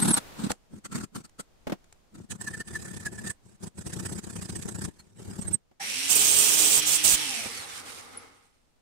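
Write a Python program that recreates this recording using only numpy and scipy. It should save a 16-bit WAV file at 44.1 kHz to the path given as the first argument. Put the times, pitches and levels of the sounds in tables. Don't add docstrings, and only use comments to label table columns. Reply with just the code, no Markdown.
import sys
import numpy as np
from scipy import signal
from scipy.fft import rfft, irfft, next_fast_len
from scipy.io import wavfile
from scipy.ndimage import uniform_filter1d, map_coordinates

SR = 44100
rng = np.random.default_rng(int(sys.argv[2]) if len(sys.argv) > 2 else 0)


def output_pcm(signal):
    pcm = np.clip(np.atleast_2d(signal).T, -1, 1) * 32767
    wavfile.write(sys.argv[1], SR, np.round(pcm).astype(np.int16))


N = 388521

# start_s [s], end_s [s], pressure [light or hard], drag_db [dB], bite_db [dB], growth_db [dB]
FILE_STROKES = [(0, 0.114, "light", -25, -30, 0.5), (0.401, 0.471, "light", -34, -48.5, 0),
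                (0.738, 0.787, "light", -48.5, -61.5, 9), (0.927, 1.04, "light", -40, -36.5, -2.5),
                (1.162, 1.208, "light", -46, -44, -15), (2.156, 2.245, "light", -50, -58, -13),
                (2.328, 2.359, "light", -40.5, -59, 7.5), (2.417, 2.608, "hard", -41.5, -37.5, 1),
                (2.682, 2.972, "light", -42, -43.5, 0.5), (3.008, 3.084, "light", -45, -48.5, -6),
                (3.13, 3.308, "hard", -41.5, -39.5, 13), (3.465, 3.554, "light", -52.5, -68.5, -8),
                (3.638, 3.674, "light", -37, -43.5, -5.5), (3.787, 3.818, "light", -42, -42.5, -1.5),
                (3.873, 4.192, "hard", -38, -36.5, 0), (4.245, 4.455, "hard", -40, -38, 9),
                (4.496, 4.822, "hard", -39, -37.5, -1), (4.85, 4.887, "light", -37.5, -48.5, -23),
                (4.917, 5.155, "light", -59.5, -66.5, -8.5), (5.201, 5.391, "light", -42.5, -50, 10),
                (5.424, 5.547, "hard", -37.5, -40.5, -0.5)]
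# [dB per Hz, relative]
LIGHT_RASP = [(290, -36.5), (500, -8.5), (1410, -2), (2430, -8.5), (5050, -10), (7670, -3), (10700, -13.5),
              (15500, -24.5)]
# [dB, relative]
BENCH_MODES = [(82.7, 22.6, 1.5), (111, 47.3, 0.5), (186, 22.3, 4), (226.3, 27.7, -2.5), (350, 76, -6),
               (953, 226, -17.5)]

CLOSE_END_S = 0.52
PINCH_END_S = 2.28
MOTOR_ON_S, MOTOR_OFF_S = 5.805, 7.222


def amp(db):
    return 10 ** (np.asarray(db) / 20)


def unit(x):
    return x / np.sqrt(np.mean(x.mean(0) ** 2) + 1e-20)


def clock():
    return np.arange(N) / SR


def along(points, hz):
    f, v = np.transpose(points)
    return np.interp(np.log(hz + 1), np.log(f + 1), v)


def gate(start, end, edge=0.0089):
    return np.interp(clock(), [start - edge, start + edge, max(end - edge, start + edge), end + edge], [0, 1, 1, 0])


def wobble(rate):
    return map_coordinates(rng.standard_normal(int(N * rate / SR) + 4), [np.arange(N) * rate / SR])


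def filtered(x, response):
    size = next_fast_len(N + SR // 2)
    return irfft(rfft(x, size) * response(np.fft.rfftfreq(size, 1 / SR)), size)[..., :N]


def ports(hz):
    # pitch_hz [Hz], difference_db [dB]
    port_balance = [(80, -1), (250, 10.5), (1290, 2), (4400, -2.5), (6200, -10), (8000, -20.5), (11500, 1)]
    pair = amp(np.array([.5, -.5])[:, None] * along(port_balance, hz))
    return pair / np.linalg.norm(pair, axis=0)


def white():
    return rng.standard_normal((2, N))


def coloured(x, spectrum, placed=True):
    return unit(filtered(x, lambda hz: amp(along(spectrum, hz)) * (ports(hz) if placed else 1)))


def resonances(modes, f):
    total = 0
    for k, (centre, width, db) in enumerate(modes):
        mode = 1j * f * width / (centre * centre - f * f + 1j * f * width)
        total = total + (-1) ** k * amp(db) * mode
    return total


def ringing(x, modes):
    return unit(filtered(x, lambda f: resonances(modes, f)))


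def narrow(centre_hz, width_hz):
    a, b = filtered(np.array([white(), white()]), lambda hz: 1 / (1 + (hz / width_hz) ** 2))
    phase = 2 * np.pi * np.cumsum(centre_hz * np.ones(N)) / SR
    return unit(a * np.cos(phase) + b * np.sin(phase))


def patchy(x, depth_db):
    z = signal.stft(x, nperseg=512)[2]
    field = rng.standard_normal(z.shape[1:])
    field = uniform_filter1d(uniform_filter1d(field, size=4, axis=0), size=5, axis=1)
    return signal.istft(z * amp(depth_db * field / field.std()), nperseg=512)[1][:, :N]


def blows(rows, t60):
    out, age = np.zeros(N), clock()[:SR // 10]
    for s, db in rows:
        out[int(s * SR):][:len(age)] += amp(db + 2.5 - 60 * age / t60) * (1 - np.exp(-age / 0.002))
    return out


def bumps(rows, half_width_s=.0104):
    out, t = np.zeros(N), clock()
    for s, db in rows:
        near = slice(max(int(s * SR) - SR // 20, 0), int(s * SR) + SR // 20)
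        out[near] += amp(db) * np.exp(-((t[near] - s) / half_width_s) ** 2)
    return out


def background():
    # [dB per Hz, relative]
    room_colour = [(25, 4.5), (709, -11.5), (1760, -19.5), (6900, -24), (15000, -35)]
    hiss = unit(filtered(white(), lambda hz: (1 + hz / 700) ** -.9))
    room_db = -67.5 - 5.5 * gate(5.1, 10) + 1.6 * wobble(1.8)
    room = amp(room_db) * coloured(white(), room_colour, placed=False)
    return room + amp(-51.0) * gate(-1, CLOSE_END_S) * hiss


def jerks():
    # [dB, relative]
    snag_events = [(.085, -33), (.113, -30.5), (.146, -29), (.177, -23.5), (.446, -36), (.507, -31),
                   (.857, -34.5), (.96, -29.5), (1.161, -35), (1.252, -43.5), (1.402, -32), (2.316, -32),
                   (2.479, -39), (2.759, -37), (3.064, -31.5), (3.274, -33.5), (4.06, -33.5), (4.852, -37),
                   (5.001, -49)]
    scatter_s, scatter_db = .001, 1.3
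    rows = []
    for first, last, pressure, _, bite_db, growth_db in FILE_STROKES:
        pace_hz, graze_db = (31, 7) if pressure == "hard" else (36, 0)
        count = round((last - first) * pace_hz) + 1
        depth_db = bite_db + growth_db * np.linspace(-.5, .5, count)
        depth_db = depth_db - graze_db * (np.arange(count) % 2)
        steady = np.column_stack([np.linspace(first, last, count), depth_db])
        rows += list(steady + rng.standard_normal((count, 2)) * [scatter_s, scatter_db])
    slip = bumps([(s, 0) for s, _ in rows])
    return slip, np.hypot(bumps(rows), bumps(snag_events))


def file_drag():
    lead_s, trail_s = 0.035, 0.0094
    return sum(gate(a - lead_s, b + trail_s) * amp(db) for a, b, _, db, *_ in FILE_STROKES)


def rasp(slip, bite, drag):
    # [dB, relative]
    steel_modes = [(1790, 82, -8), (2496, 50, -3.5), (4960, 190, -12.5), (6100, 41, 1), (7970, 110, -2),
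                   (7400, 30, 2.5), (8220, 85, -4)]
    pinched_modes = [(1337, 80, 0), (4460, 110, -10.5), (8390, 73, 0)]
    close_modes = [(851, 220, 4), (1440, 270, 2), (3900, 770, -3), (8380, 480, -2)]
    # [dB per Hz, relative]
    firm_colour = [(240, -17), (400, -16), (1700, -6), (2060, -14), (5390, -12.5), (8150, -3), (15000, -28)]
    scrape = drag * (slip + .6) * amp(-16 + 1.3 * wobble(40))
    force = np.hypot(scrape, bite * amp(-2.3))
    chips = patchy(white() * amp(2 * wobble(1800)), depth_db=3.5)
    ring = ringing(chips, steel_modes)
    firm = amp(-2.5) * coloured(chips, firm_colour) + amp(-9.5) * unit(filtered(ring, ports))
    dry_chips = coloured(chips, LIGHT_RASP, placed=False)
    damped = ringing(white(), pinched_modes)
    near_ring = ringing(white(), close_modes)
    close_view = gate(-1, CLOSE_END_S)
    light = amp(-6.0) * dry_chips + (1 - close_view) * amp(-9.5) * damped + close_view * amp(-3.0) * near_ring
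    easing = gate(4.95, 10)
    firm = firm * amp(-6 * easing) + easing * amp(-9) * dry_chips
    zing = gate(-1, 0.18) * amp(-2.5) * narrow(11000, width_hz=190)
    chatter = gate(2.39, 3.32) * amp(-8) * narrow(1770, width_hz=60)
    pinched = gate(-1, PINCH_END_S)
    return force * (pinched * light + (1 - pinched) * firm + zing + chatter)


def bench_shake(slip, bite, drag):
    # [dB per Hz, relative]
    held_colour = [(60, -21), (125, -5.5), (210, 3.5), (350, -9.5), (600, -25), (1500, -49.5)]
    bench = filtered(white(), lambda f: ports(f) * resonances(BENCH_MODES, f) / (1 + (f / 800) ** 2))
    pinched = gate(-1, PINCH_END_S)
    clamped = gate(CLOSE_END_S, 10) * (1 - .6 * pinched)
    body = pinched * coloured(white(), held_colour, placed=False) + clamped * unit(bench)
    shaking = drag * (slip + 0.33) * amp(-3 + 2.6 * wobble(30))
    return body * np.hypot(shaking, bite * amp(-9))


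def squeals():
    # time_s [s], pitch_hz [Hz, at the middle], level_db [dB]
    chirps = [(.029, 8360, -19), (.087, 8450, -24.5), (.114, 10120, -21.5), (0.141, 8300, -13.5),
              (2.48, 1736, -29), (2.546, 1773, -33.5), (2.612, 1785, -33.5), (2.76, 1755, -28),
              (3.07, 1690, -27.5), (3.19, 1720, -39), (3.279, 1790, -36), (5.002, 4280, -51),
              (5.421, 8290, -36), (5.483, 8280, -30.5), (5.543, 8300, -18.5)]
    half_length_s, sag_hz_per_s = 0.01, 2647
    out = np.zeros((2, N))
    drift = 1 + 0.005 * wobble(460)
    flutter = amp(1.5 * wobble(400))
    for s, hz, db in chirps:
        near = abs(clock() - s) < 1 / 20
        t = clock()[near] - s
        phase = 2 * np.pi * np.cumsum(hz * drift[near] - sag_hz_per_s * t) / SR
        side = ports(np.array([hz])) if s > CLOSE_END_S else np.ones((2, 1))
        envelope = amp(db) * np.exp(-(t / half_length_s) ** 2) * flutter[near]
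        out[:, near] += side / side.mean() * envelope * np.sin(phase)
    return out


def knocks():
    # [dB, relative]
    bench_blows = [(0.502, -25.5), (1.394, -44), (1.669, -28), (1.696, -32), (1.72, -26), (5.712, -58),
                   (7.457, -35.5)]
    # [dB per Hz, relative]
    thud_colour = [(50, -21.5), (190, -2), (700, -11.5), (1200, -21), (3200, -29.5), (14000, -43.5)]
    return blows(bench_blows, t60=0.062) * coloured(white(), thud_colour, placed=False)


def taps():
    # [dB, relative]
    tap_events = [(.516, -19), (1.294, -51), (1.842, -52), (1.925, -43)]
    return blows(tap_events, t60=0.016) * coloured(white(), LIGHT_RASP, placed=False)


def thumps():
    # time_s [s], level_db [dB; the loudest sets the peak]
    jolt_events = [(.737, -39.5), (2.201, -37.5), (3.783, -32.5), (4.052, -31.5), (4.116, -29),
                   (4.492, -31), (4.786, -30)]
    kicks = np.zeros(N)
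    for s, db in jolt_events:
        kicks[int(s * SR)] = amp(db)
    ring = filtered(kicks, lambda f: ports(f) * resonances(BENCH_MODES, f) / (1 + 1j * f / 400))
    return ring * kicks.max() / abs(ring.mean(0)).max()


def motor():
    start_speed, spin_up_s, coast_s = 0.55, .17, .6
    coasting = np.maximum(clock() - MOTOR_OFF_S, 0)
    lag = np.exp(-np.maximum(clock() - MOTOR_ON_S, 0) / spin_up_s)
    rundown = np.exp(-coasting / coast_s)
    return lag, coasting, rundown, (1 - (1 - start_speed) * lag) * rundown


def hose_roar(lag, coasting, fading_s):
    # [dB per Hz, relative]
    hose_colour = [(30, -23.5), (150, -13), (450, 1.5), (5500, -11.5), (9000, -29.5)]
    # [dB, relative]
    pipe_modes = [(90, 30, 4), (265, 70, 4), (478, 30, 6), (802, 50, 6.5), (1260, 200, 4.5),
                  (2170, 170, 1.5)]
    roar_db = -47.5 + 0.5 * lag - 5 * coasting - 65.965 * fading_s
    pipe = amp(-1.5) * (1 - lag) ** 2 * ringing(white(), pipe_modes)
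    return amp(roar_db + wobble(25)) * (amp(-5) * coloured(white(), hose_colour) + pipe)


def gulp():
    decay_s = 0.023
    running = np.maximum(clock() - MOTOR_ON_S, 0)
    return amp(-39) * np.exp(-running / decay_s) * narrow(800, width_hz=51)


def motor_hum(lag, speed):
    hum_hz = 305.5 * speed
    low = speed * (amp(-18) * narrow(hum_hz, width_hz=10) + amp(-27) * narrow(hum_hz / 2, width_hz=10))
    third = amp(-15) * (1 - lag) * gate(MOTOR_OFF_S, 7.5, edge=.1) * narrow(3 * hum_hz, width_hz=50)
    choked = amp(-15.5) * gate(6.15, 6.8, edge=.06) * narrow(422, width_hz=10)
    return low + third + choked


def nozzle_rush(lag, coasting, rundown, speed, fading_s):
    # [dB per Hz, relative]
    air_colour = [(880, -52.5), (1500, -12.5), (2300, -5), (4300, -6), (7230, -8), (8790, -4),
                  (15500, -25.5)]
    # start_s [s], end_s [s], rise_db [dB]
    rush_swells = [(7.722, 7.809, 4), (7.855, 8.01, 5.5)]
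    rush_db = -32.5 - 7.5 * lag - 29 * coasting - 16.59 * fading_s
    rush_db = rush_db + sum(db * gate(a, b) for a, b, db in rush_swells)
    eddies = patchy(white(), depth_db=1.4) * amp(2.4 * wobble(1500))
    whistle = amp(-6.5) * speed ** .5 * (1 + lag ** 2) * narrow(3151 * speed ** .8, width_hz=420)
    nozzle_ring = amp(-11) * (1 + lag) * rundown * narrow(5674, width_hz=150)
    whine = amp(-12) * gate(7.33, 7.76, edge=.07) * narrow(8020 * speed, width_hz=20)
    air = coloured(eddies, air_colour) + whistle + nozzle_ring + whine
    return amp(rush_db + wobble(30)) * (air + motor_hum(lag, speed))


def jaw_hiss():
    # [dB, relative]
    jaw_passes = [(6.094, 6.804, -22), (6.862, 6.974, -23.5), (7.039, 7.155, -20.5)]
    # [dB per Hz, relative]
    edge_colour = [(1470, -39.5), (2500, -7), (3050, -8.5), (4360, -9.5), (8420, 3), (10900, -9),
                   (15000, -9)]
    near_jaw = sum(gate(a, b) * amp(db) for a, b, db in jaw_passes) * amp(wobble(60))
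    hiss = coloured(patchy(white() * amp(1.7 * wobble(2000)), depth_db=2.2), edge_colour)
    churn = unit(filtered(white(), lambda hz: hz / (hz + 40) / (1 + (hz / 1500) ** 2)))
    return near_jaw * (hiss + amp(-19.5) * churn)


def puff():
    return unit(filtered(white(), lambda hz: 1 / (1 + (hz / 60) ** 2))) * bumps([(7.147, -40)])


def vacuum():
    lag, coasting, rundown, speed = motor()
    fading_s = np.maximum(clock() - 8.21, 0)
    flow = hose_roar(lag, coasting, fading_s) + gulp()
    flow = flow + nozzle_rush(lag, coasting, rundown, speed, fading_s)
    return gate(MOTOR_ON_S, 10) * flow + jaw_hiss() + puff()


def tick():
    return blows([(8.172, -27)], t60=0.039) * np.sin(2 * np.pi * 10100 * clock())


def workshop(x, t60, wet_db):
    t = np.arange(SR // 2) / SR
    tail = rng.standard_normal((2, len(t))) * amp(-60 * t / t60) * (t > .004)
    return x + amp(wet_db) * signal.fftconvolve(x, tail / np.linalg.norm(tail[0]), axes=1)[:, :N]


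def scene():
    slip, bite = jerks()
    drag = file_drag()
    filing = rasp(slip, bite, drag) + bench_shake(slip, bite, drag)
    at_bench = filing + knocks() + taps() + thumps() + tick()
    return background() + workshop(at_bench, t60=0.12, wet_db=-21) + squeals() + vacuum()


def record(dry):
    return filtered(dry, lambda hz: 1 / (1 + (hz / 15700) ** 200))


dry = scene()
out = record(dry)
output_pcm(out)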